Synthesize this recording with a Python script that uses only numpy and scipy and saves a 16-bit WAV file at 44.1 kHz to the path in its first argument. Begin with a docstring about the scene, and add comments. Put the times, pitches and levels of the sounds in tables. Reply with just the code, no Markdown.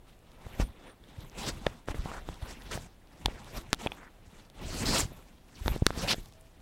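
"""Hands rub lotion over a face and neck in a quiet room, heard by a small microphone worn on the clothes.
From the start, moving arms drag cloth across it in gritty, rumbling swishes, and sticky skin ticks faintly.
Soft bumps rock the microphone and knocks ring its case and clip, hard at 1.7, 3.3 and 3.7 s. Something like
a button then clacks twice. Near 5 s the cloth swells into its loudest, ringing scrape. More knocks follow,
the hardest near 5.9 s, then another scrape and one faint squeak as the rubbing dies down."""
import sys
import numpy as np
from scipy import signal
from scipy.fft import rfft, irfft
from scipy.io import wavfile

SR = 44100
rng = np.random.default_rng(int(sys.argv[2]) if len(sys.argv) > 2 else 0)


def int16_out(signal):
    """Quantize to a 16-bit WAV file."""
    q = np.round(np.clip(np.atleast_2d(signal).T, -1, 1) * 32767)
    wavfile.write(sys.argv[1], SR, q.astype(np.int16))


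N = 291676
TIME = np.arange(N) / SR


def from_db(db):
    """Turn decibels into a number to multiply a sound by."""
    return 10 ** (np.asarray(db) / 20)


def rms_one(x):
    """Scale a sound so that its average strength (rms) is 1."""
    return x / np.sqrt(np.mean(x ** 2) + 1e-20)


def at_hz(points, hz):
    """Read the level at a pitch from a list of (pitch_hz, level_db) points."""
    pitches_hz, levels_db = np.transpose(points)
    return np.interp(np.log(np.maximum(hz, 1)), np.log(pitches_hz), levels_db)


def drift(turns_per_s):
    """A random curve that wanders around zero, mostly between -1 and 1."""
    return np.interp(TIME * min(turns_per_s, 2000), np.arange(16000), rng.standard_normal(16000))


def swell(start, end, edge_s):
    """A stretch of contact that fades in and out."""
    corners_s = [start - edge_s, start + edge_s, max(end - edge_s, start + edge_s), end + edge_s]
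    return np.interp(TIME, corners_s, [0, 1, 1, 0])


def ring(t, hz, fade_s):
    """The tone of something struck, dying away by 60 dB in fade_s."""
    return np.sin(2 * np.pi * hz * t) * np.exp(-np.log(1000) * t / fade_s)


def resonate(x, hz, width_hz):
    """Keep the sound near one pitch by running it twice through a ringing filter."""
    r = np.exp(-np.pi * width_hz / SR)
    feed = np.array([1, 0, -1]) * (1 - r * r) / 2
    feedback = [1, -2 * r * np.cos(2 * np.pi * hz / SR), r * r]
    return signal.lfilter(feed, feedback, signal.lfilter(feed, feedback, x))


def friction(grip, snags_per_s=70, snag_db=3.0):
    """Countless fibres slip as the grip varies; now and then one snags and lets go harder."""
    snags = rng.random(N) < snags_per_s / SR
    return grip * rng.standard_normal(N) * (1 + from_db(snag_db) * snags)


def arm_movements(sweep_fade_db=11.5, roundness=1.12, catch_db_per_s=2198):
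    """Moving arms sweep and drag the cloth: gives its scrape, rumble and hiss in dB over time."""
    # Light sweeps of hands and sleeves: peak_s, rise_s, fall_s, scrape_db, rumble_db, hiss_db
    sweeps = [(.09, 0.035, 0.083, -65, -63, -69.5), (.58, 0.25, 0.15, -50, -49.5, -65),
              (.895, .17, .04, -50.5, -60, -70.5), (1.11, 0.11, .07, -57, -59, -69),
              (1.209, 0.09, 0.11, -53.5, -51, -67.5), (1.4, 0.049, 0.031, -43.5, -41, -53),
              (1.51, 0.064, 0.14, -53, -39.5, -58.5), (1.68, 0.12, 0.096, -50, -46, -60.5),
              (2.32, 0.18, 0.1, -52.5, -47, -63.5), (2.51, 0.08, 0.036, -49.5, -52, -54),
              (2.68, 0.17, 0.18, -53.5, -46.5, -61.5), (2.82, 0.12, 0.048, -61, -42, -58.5),
              (3.321, 0.19, 0.17, -52, -47, -62.5), (3.469, 0.067, .15, -53, -56, -63),
              (3.58, .06, 0.032, -44, -37.5, -51.5), (3.69, 0.13, 0.3, -62, -52, -69.5),
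              (3.93, 0.3, 0.19, -55, -55, -68.5), (4.4, 0.22, .09, -60, -58.5, -68),
              (4.625, 0.059, 0.083, -48.5, -42, -58), (4.835, 0.053, 0.18, -43, -28.5, -52),
              (5.0, 0.11, 0.036, -35.5, -34, -35.5), (5.18, 0.11, 0.21, -59.5, -61, -67),
              (5.63, 0.14, 0.6, -56.5, -51.5, -59.5), (5.98, 0.042, 0.088, -49, -37.5, -52),
              (6.03, .085, 0.07, -39.5, -34.5, -46.5), (6.188, 0.074, 0.11, -60, -44, -63),
              (6.46, 0.058, 0.021, -92, -65, -69), (6.6, 0.064, .1, -65, -54.5, -91)]
    # Firm drags across the microphone: start_s, length_s, scrape_db, rumble_db, hiss_db, growth_db
    drags = [(0.599, 0.014, -37.5, -27, -47, 0.5), (1.376, .12, -44, -41, -49.5, 8.5),
             (1.878, 0.037, -45, -44, -56.5, 5), (1.946, 0.14, -53.5, -40.5, -62.5, -7),
             (2.046, 0.14, -50.5, -49.5, -60, 0), (2.421, 0.11, -51.5, -48, -67, -6),
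             (2.715, 0.046, -40.5, -36, -46, 2.5), (3.793, 0.069, -46.5, -50, -54.5, -0.5),
             (4.618, 0.345, -44, -40.5, -48, 21.5), (5.662, 0.091, -44, -34.5, -57, 2),
             (5.86, 0.05, -68, -41, -58, -2), (6.08, 0.047, -36.5, -36.5, -41, -5)]
    t = TIME[::40]
    power = np.full((3, len(t)), 1e-12)   # rows: scrape, rumble, hiss
    for peak, rise, fall, *levels in sweeps:
        fade_db = sweep_fade_db * np.maximum((peak - t) / rise, (t - peak) / fall) ** roundness
        power += from_db(np.c_[levels] - fade_db) ** 2
    release_db_per_s = np.c_[[692, 324, 692]]   # the rumble dies more slowly
    growth_share = np.c_[[1, 0.15, 0.89]]       # speed raises the hiss far more than the rumble
    for start, length, *levels, growth_db in drags:
        progress = np.clip((t - start) / length, 0, 1)
        hold_db = growth_db * growth_share * (progress - .5)
        catch_db = catch_db_per_s * np.maximum(start - t, 0)
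        release_db = release_db_per_s * np.maximum(t - start - length, 0)
        power += from_db(np.c_[levels] + hold_db - catch_db - release_db) ** 2
    return [np.interp(TIME, t, 10 * np.log10(row)) for row in power]


def rubbing(grip, scrape_db, rumble_db, hiss_db, patchy_db=3.5, skim_from_db=-56, skim_share=0.42):
    """Cloth rubs the microphone: pressure feeds the rumble, speed the hiss; the scrape lies between."""
    # Tone colour of rubbing cloth: pitch_hz, level_db
    colour = [(25, 7.5), (85, -4.5), (200, -5.5), (500, -10), (820, -10.5), (1100, -14), (2000, -16),
              (3000, -17.5), (4300, -21.5), (6300, -24), (8800, -24), (11000, -34.5), (13000, -32),
              (16000, -42)]
    # Pitch ranges of the rumble, scrape and hiss: low_hz, high_hz
    ranges = [(30, 250), (300, 2500), (5500, 15000)]
    grid_hz = np.arange(20, 16000)
    colour_power = from_db(at_hz(colour, grid_hz)) ** 2
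    drive_db = [db - 10 * np.log10(colour_power[(grid_hz > low) & (grid_hz < high)].sum())
                for db, (low, high) in zip((rumble_db, scrape_db, hiss_db), ranges)]
    slips = [friction(grip), friction(grip)]
    edges_hz = np.geomspace(22, 17000, 20)   # bands half an octave wide
    out = np.zeros(N)
    for k, (low, high) in enumerate(zip(edges_hz, edges_hz[1:])):
        hz = np.sqrt(low * high)
        # Each band follows a blend: 0 is all rumble, 1 all scrape, 2 all hiss.
        blend = np.interp(np.log(hz), np.log([130, 480, 1900, 6500]), [0.12, 1.01, 1.33, 2])
        level_db = sum(max(0, 1 - abs(blend - j)) * db for j, db in enumerate(drive_db))
        # Fast cloth skims along and loses the deepest bass.
        bass_share = np.interp(np.log(hz), np.log([60, 150]), [1, 0])
        level_db -= bass_share * skim_share * np.maximum(hiss_db - skim_from_db, 0)
        level_db += at_hz(colour, hz) + patchy_db * drift(45)
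        band = signal.sosfilt(signal.butter(2, [low, high], "band", fs=SR, output="sos"), slips[k % 2])
        out += rms_one(band) * np.sqrt(high - low) * from_db(level_db)
    return out


def ringing_scrapes(grip, edge_s=0.0074):
    """Tight cloth sings in a band of noise whose pitch slides as the contact moves."""
    # Strokes of tight cloth: start_s, end_s, level_db, first_hz, last_hz, width_hz
    strokes = [(0.597, 0.629, -41.5, 700, 888, 1400), (.63, .68, -62.5, 9200, 9200, 700),
               (.86, .93, -68, 9350, 9200, 600), (1.379, 1.425, -48, 6170, 5900, 4870),
               (1.47, 1.508, -43.5, 3900, 4710, 1800), (2.06, 2.197, -47.5, 895, 1290, 910),
               (3.97, 4.09, -57, 1400, 1663, 935), (4.7, 4.842, -49, 4300, 4720, 900),
               (4.855, 4.986, -34, 4550, 4800, 1440), (4.981, 5.013, -34, 7600, 7060, 2200),
               (6.081, 6.135, -29.5, 3700, 4117, 2650)]
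    out, slips = np.zeros(N), friction(grip)
    for start, end, db, first_hz, last_hz, width_hz in strokes:
        low_noise = signal.sosfilt(signal.butter(2, width_hz / 2, fs=SR, output="sos"), slips)
        pitch_hz = np.interp(TIME, [start, end], [first_hz, last_hz])
        scrape = low_noise * np.cos(2 * np.pi * np.cumsum(pitch_hz) / SR)   # moves the noise up to pitch
        out += from_db(db) * swell(start, end, edge_s) * rms_one(scrape)
    return out


def brushing(grip, scrape_db, flicker_db=4.0, glint_db=-0.5, case_hz=3500):
    """Light brushing makes the microphone's case sizzle; its main ring follows every rub."""
    # Light touches of cloth: start_s, end_s, level_db
    brushes = [(.48, 0.68, -67.5), (1.19, 1.307, -69), (3.53, 3.598, -57), (3.892, 3.968, -70),
               (5.094, 5.196, -67), (5.645, 5.738, -50.5), (6.144, 6.267, -65.5)]
    # Thin, high tones of the brushed case: pitch_hz, width_hz, relative_db
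    high_tones = [(3400, 250, -8), (9560, 270, -8), (10900, 350, -5), (12350, 190, 2), (14400, 500, -3)]
    slips = friction(grip)
    sizzle = sum(from_db(db + glint_db * drift(60)) * rms_one(resonate(slips, hz, 2 * width))
                 for hz, width, db in high_tones)
    sizzle = rms_one(sizzle * from_db(flicker_db * drift(120)))
    contact = sum(from_db(db) * swell(start, end, edge_s=0.039) for start, end, db in brushes)
    case_db = np.minimum(scrape_db - 16, -67)   # firm contact holds the ringing back
    case = rms_one(resonate(slips, case_hz, width_hz=500))
    return sizzle * contact + from_db(case_db + 2 * drift(15)) * case


def knocks(clip_fade_s=0.01, upper_hz=1734, scatter_db=2, dullest_hz=4800, shiver_fade_s=0.012):
    # Knocks on the microphone: time_s, push_db, contact_ms, clip_hz, clip_db, case_db
    hits = [(.4669, -32.5, 0.12, 690, -49, -54), (.5998, -15, 0.26, 603, -36, -48),
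            (1.0393, -60, 0.043, 3550, -44, -53), (1.6652, -24, 0.036, 1300, -24.5, -27),
            (1.6669, -26, 0.16, 587, -9.5, -17.5), (1.886, -15.5, 0.1, 670, -31, -54),
            (1.9454, -26.5, 0.25, 1960, -36.5, -60), (2.0579, -24.5, 0.8, 750, -27, -60),
            (2.1166, -27, 0.12, 1260, -29, -60), (2.2891, -21, 0.14, 850, -55, -36.5),
            (2.7757, -31, 0.12, 755, -25.5, -48), (3.2586, -13.5, 0.024, 894, -16.5, -44),
            (3.2593, -13.5, 0.041, 770, -16.5, -13.5), (3.284, -23, 0.21, 600, -40, -59),
            (3.7307, .5, 0.028, 322, -18, -22), (3.7387, -27, 0.025, 1340, -29.5, -30),
            (3.8628, -18, 0.25, 850, -19.5, -33), (5.1198, -35.5, 0.4, 750, -40, -60),
            (5.6603, -20.5, 0.12, 550, -39, -35), (5.6807, -7.5, 0.064, 940, -26, -21.5),
            (5.7628, -19.5, 0.24, 533, -32, -56), (5.823, -13, .4, 905, -47, -60),
            (5.866, 1, 0.03, 394, -15, -9), (5.8667, -1.5, .029, 2160, -20.5, -29),
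            (5.9059, -14.5, 0.11, 1650, -52, -38), (5.9762, -21, 0.52, 500, -39, -53),
            (6.1343, -16, .06, 900, -38, -36), (6.1435, -25, .1, 706, -27, -32),
            (6.183, -28.5, 0.56, 450, -46, -58)]
    # Tiny sharp ticks against the case: time_s, push_db
    ticks = [(.3176, -43.5), (1.2068, -38), (2.3427, -35), (2.621, -38), (3.4456, -37), (3.746, -26),
             (4.5003, -39.5), (5.7773, -33), (6.2589, -35), (6.3244, -41)]
    # Tones of the struck case: pitch_hz, relative_db, fade_s
    case_tones = [(3460, 2, 0.0035), (3620, -13, 0.0097), (4470, -13, 0.0026), (5470, -17, 0.0014),
                  (9000, -8.5, 0.0051)]
    hits = list(hits) + [(s, db, 0.016, 900, db - 14, db - 8) for s, db in ticks]   # as very short knocks
    out = np.zeros(N)
    lead = SR // 100
    t = np.arange(-lead, 5 * lead) / SR
    after = np.maximum(t, 0)
    scatters_db = scatter_db * rng.standard_normal((len(hits), len(case_tones)))
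    shivers = rng.standard_normal((len(hits), len(t))) * (t > 0) * from_db(-60 * after / shiver_fade_s)
    for hit, offsets_db, shiver in zip(hits, scatters_db, shivers):
        time_s, push_db, contact_ms, clip_hz, clip_db, case_db = hit
        push = from_db(push_db) / np.cosh(np.clip(t * 1000 / contact_ms, -50, 50))
        top_hz = 370 / contact_ms   # a long contact cannot ring the highest tones
        upper = from_db(-10) * ring(after, upper_hz, clip_fade_s) / np.hypot(1, (upper_hz / top_hz) ** 4)
        clip = from_db(clip_db) * (ring(after, clip_hz, clip_fade_s) + upper)
        case = np.zeros(len(t))
        for (hz, db, fade_s), offset_db in zip(case_tones, offsets_db):
            dulling = np.hypot(1, (hz / max(top_hz, dullest_hz)) ** 4)
            case += from_db(case_db + db + offset_db) * ring(after, hz, fade_s) / dulling
        blow = push + clip - case   # the case springs back against the push
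        tail = from_db(-43) * signal.fftconvolve(blow, shiver)[lead:lead + len(t)]   # cloth shivers on
        start = round(time_s * SR) - lead
        out[start:start + len(t)] -= blow + tail
    return out


def button_clacks():
    """A small hard piece, like a button, hits the microphone and rings with the same tones each time."""
    # Hits of the piece: time_s, level_db
    clacks = [(3.871, -20.5), (3.9191, -27)]
    # Its tones: pitch_hz, relative_db, fade_s
    tones = [(806, -2.5, 0.01), (2490, -0.5, 0.0089), (3370, -3, 0.01), (9300, -16, 0.006)]
    out = np.zeros(N)
    t = np.arange(SR // 20) / SR
    clack = sum(from_db(db) * ring(t, hz, fade_s) * (-1) ** k for k, (hz, db, fade_s) in enumerate(tones))
    for time_s, db in clacks:
        start = round(time_s * SR)
        out[start:start + len(t)] += from_db(db) * clack
    return out


def bumps():
    """A soft bump swings the microphone one way and back, making a low thud."""
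    # Soft pushes on the microphone: time_s, peak_db, pitch_hz
    thuds = [(.468, -39, 70), (0.6033, -27.5, 51), (0.625, -23, 36), (0.697, -39, 45), (1.188, -32.5, 75),
             (1.533, -34.5, 49), (1.905, -29, 44.7), (1.993, -26.5, 43), (2.297, -33.5, 51),
             (2.431, -29, 62.6), (3.258, -25, 55), (3.28, -27, 40.6), (4.279, -44, 60), (5.033, -25.5, 71),
             (5.055, -28.5, 93), (5.618, -30.5, 48.7), (5.66, -23.5, 46), (5.717, -25, 55.6),
             (5.825, -20, 77)]
    out = np.zeros(N)
    for time_s, db, hz in thuds:
        middle = round(time_s * SR)
        near = slice(middle - SR // 20, middle + SR // 20)
        swing = 2 * np.pi * hz * (TIME[near] - time_s)
        out[near] += from_db(db) * swing * np.exp((1 - swing ** 2) / 2)
    return out


def lotion(count=130, tick_db=-58, spread_db=10.0, fade_s=0.0017):
    """Sticky skin pulls apart in tiny wet ticks, each at a pitch of its own."""
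    out = np.zeros(N)
    t = np.arange(SR // 100) / SR
    starts = rng.integers(0, N - len(t), count)
    levels_db = tick_db + spread_db * rng.standard_normal(count)
    for start, db, hz in zip(starts, levels_db, np.geomspace(3000, 12000, count)):
        out[start:start + len(t)] += from_db(db) * ring(t, hz, fade_s)
    return out


def squeak(edge_s=0.026, waver_hz=9):
    """A faint, nearly pure tone that wavers a little."""
    # One thin squeak: start_s, end_s, level_db, pitch_hz
    note = (6.34, 6.47, -65, 648)
    start, end, db, hz = note
    phase = 2 * np.pi * np.cumsum(hz + waver_hz * drift(30)) / SR
    return from_db(db) * swell(start, end, edge_s) * rms_one(np.sin(phase))


def room(level_db=-55):
    """The steady, dull noise of a quiet room."""
    # Tone colour of the still room: pitch_hz, relative_db
    colour = [(25, 12), (60, 0.5), (150, -3), (400, -10), (800, -14), (1600, -23.5), (3300, -24.5),
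              (6000, -34.5), (10000, -31.5), (16000, -35)]
    hz = np.arange(N // 2 + 1) * SR / N
    spectrum = rfft(rng.standard_normal(N)) * from_db(at_hz(colour, hz))
    return from_db(level_db) * rms_one(irfft(spectrum, N))


def scene(grit_db=1.5, lurch_db=1.36):
    """Everything reaches one close microphone, so there is no echo and both ears hear the same."""
    grip = from_db(grit_db * drift(900) + lurch_db * drift(70))   # cloth catches and slips
    glide = grip ** 0.91                                          # tight cloth slides more evenly
    scrape_db, rumble_db, hiss_db = arm_movements()
    rubs = rubbing(grip, scrape_db, rumble_db, hiss_db)
    cloth = rubs + ringing_scrapes(glide) + brushing(grip, scrape_db)
    mono = cloth + knocks() + button_clacks() + bumps() + lotion() + squeak() + room()
    return np.array([mono, mono])


def record(dry, low_cut_hz=22, high_cut_hz=15800):
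    """The microphone's input drops the deepest bass, flattens too-loud peaks and cuts the top treble."""
    bass_cut = signal.butter(2, low_cut_hz, "high", fs=SR, output="sos")
    treble_cut = signal.ellip(10, .1, 80, high_cut_hz, fs=SR, output="sos")
    clipped = np.clip(signal.sosfilt(bass_cut, dry), -1, 1)
    return signal.sosfilt(treble_cut, clipped)


dry = scene()
out = record(dry)
int16_out(out)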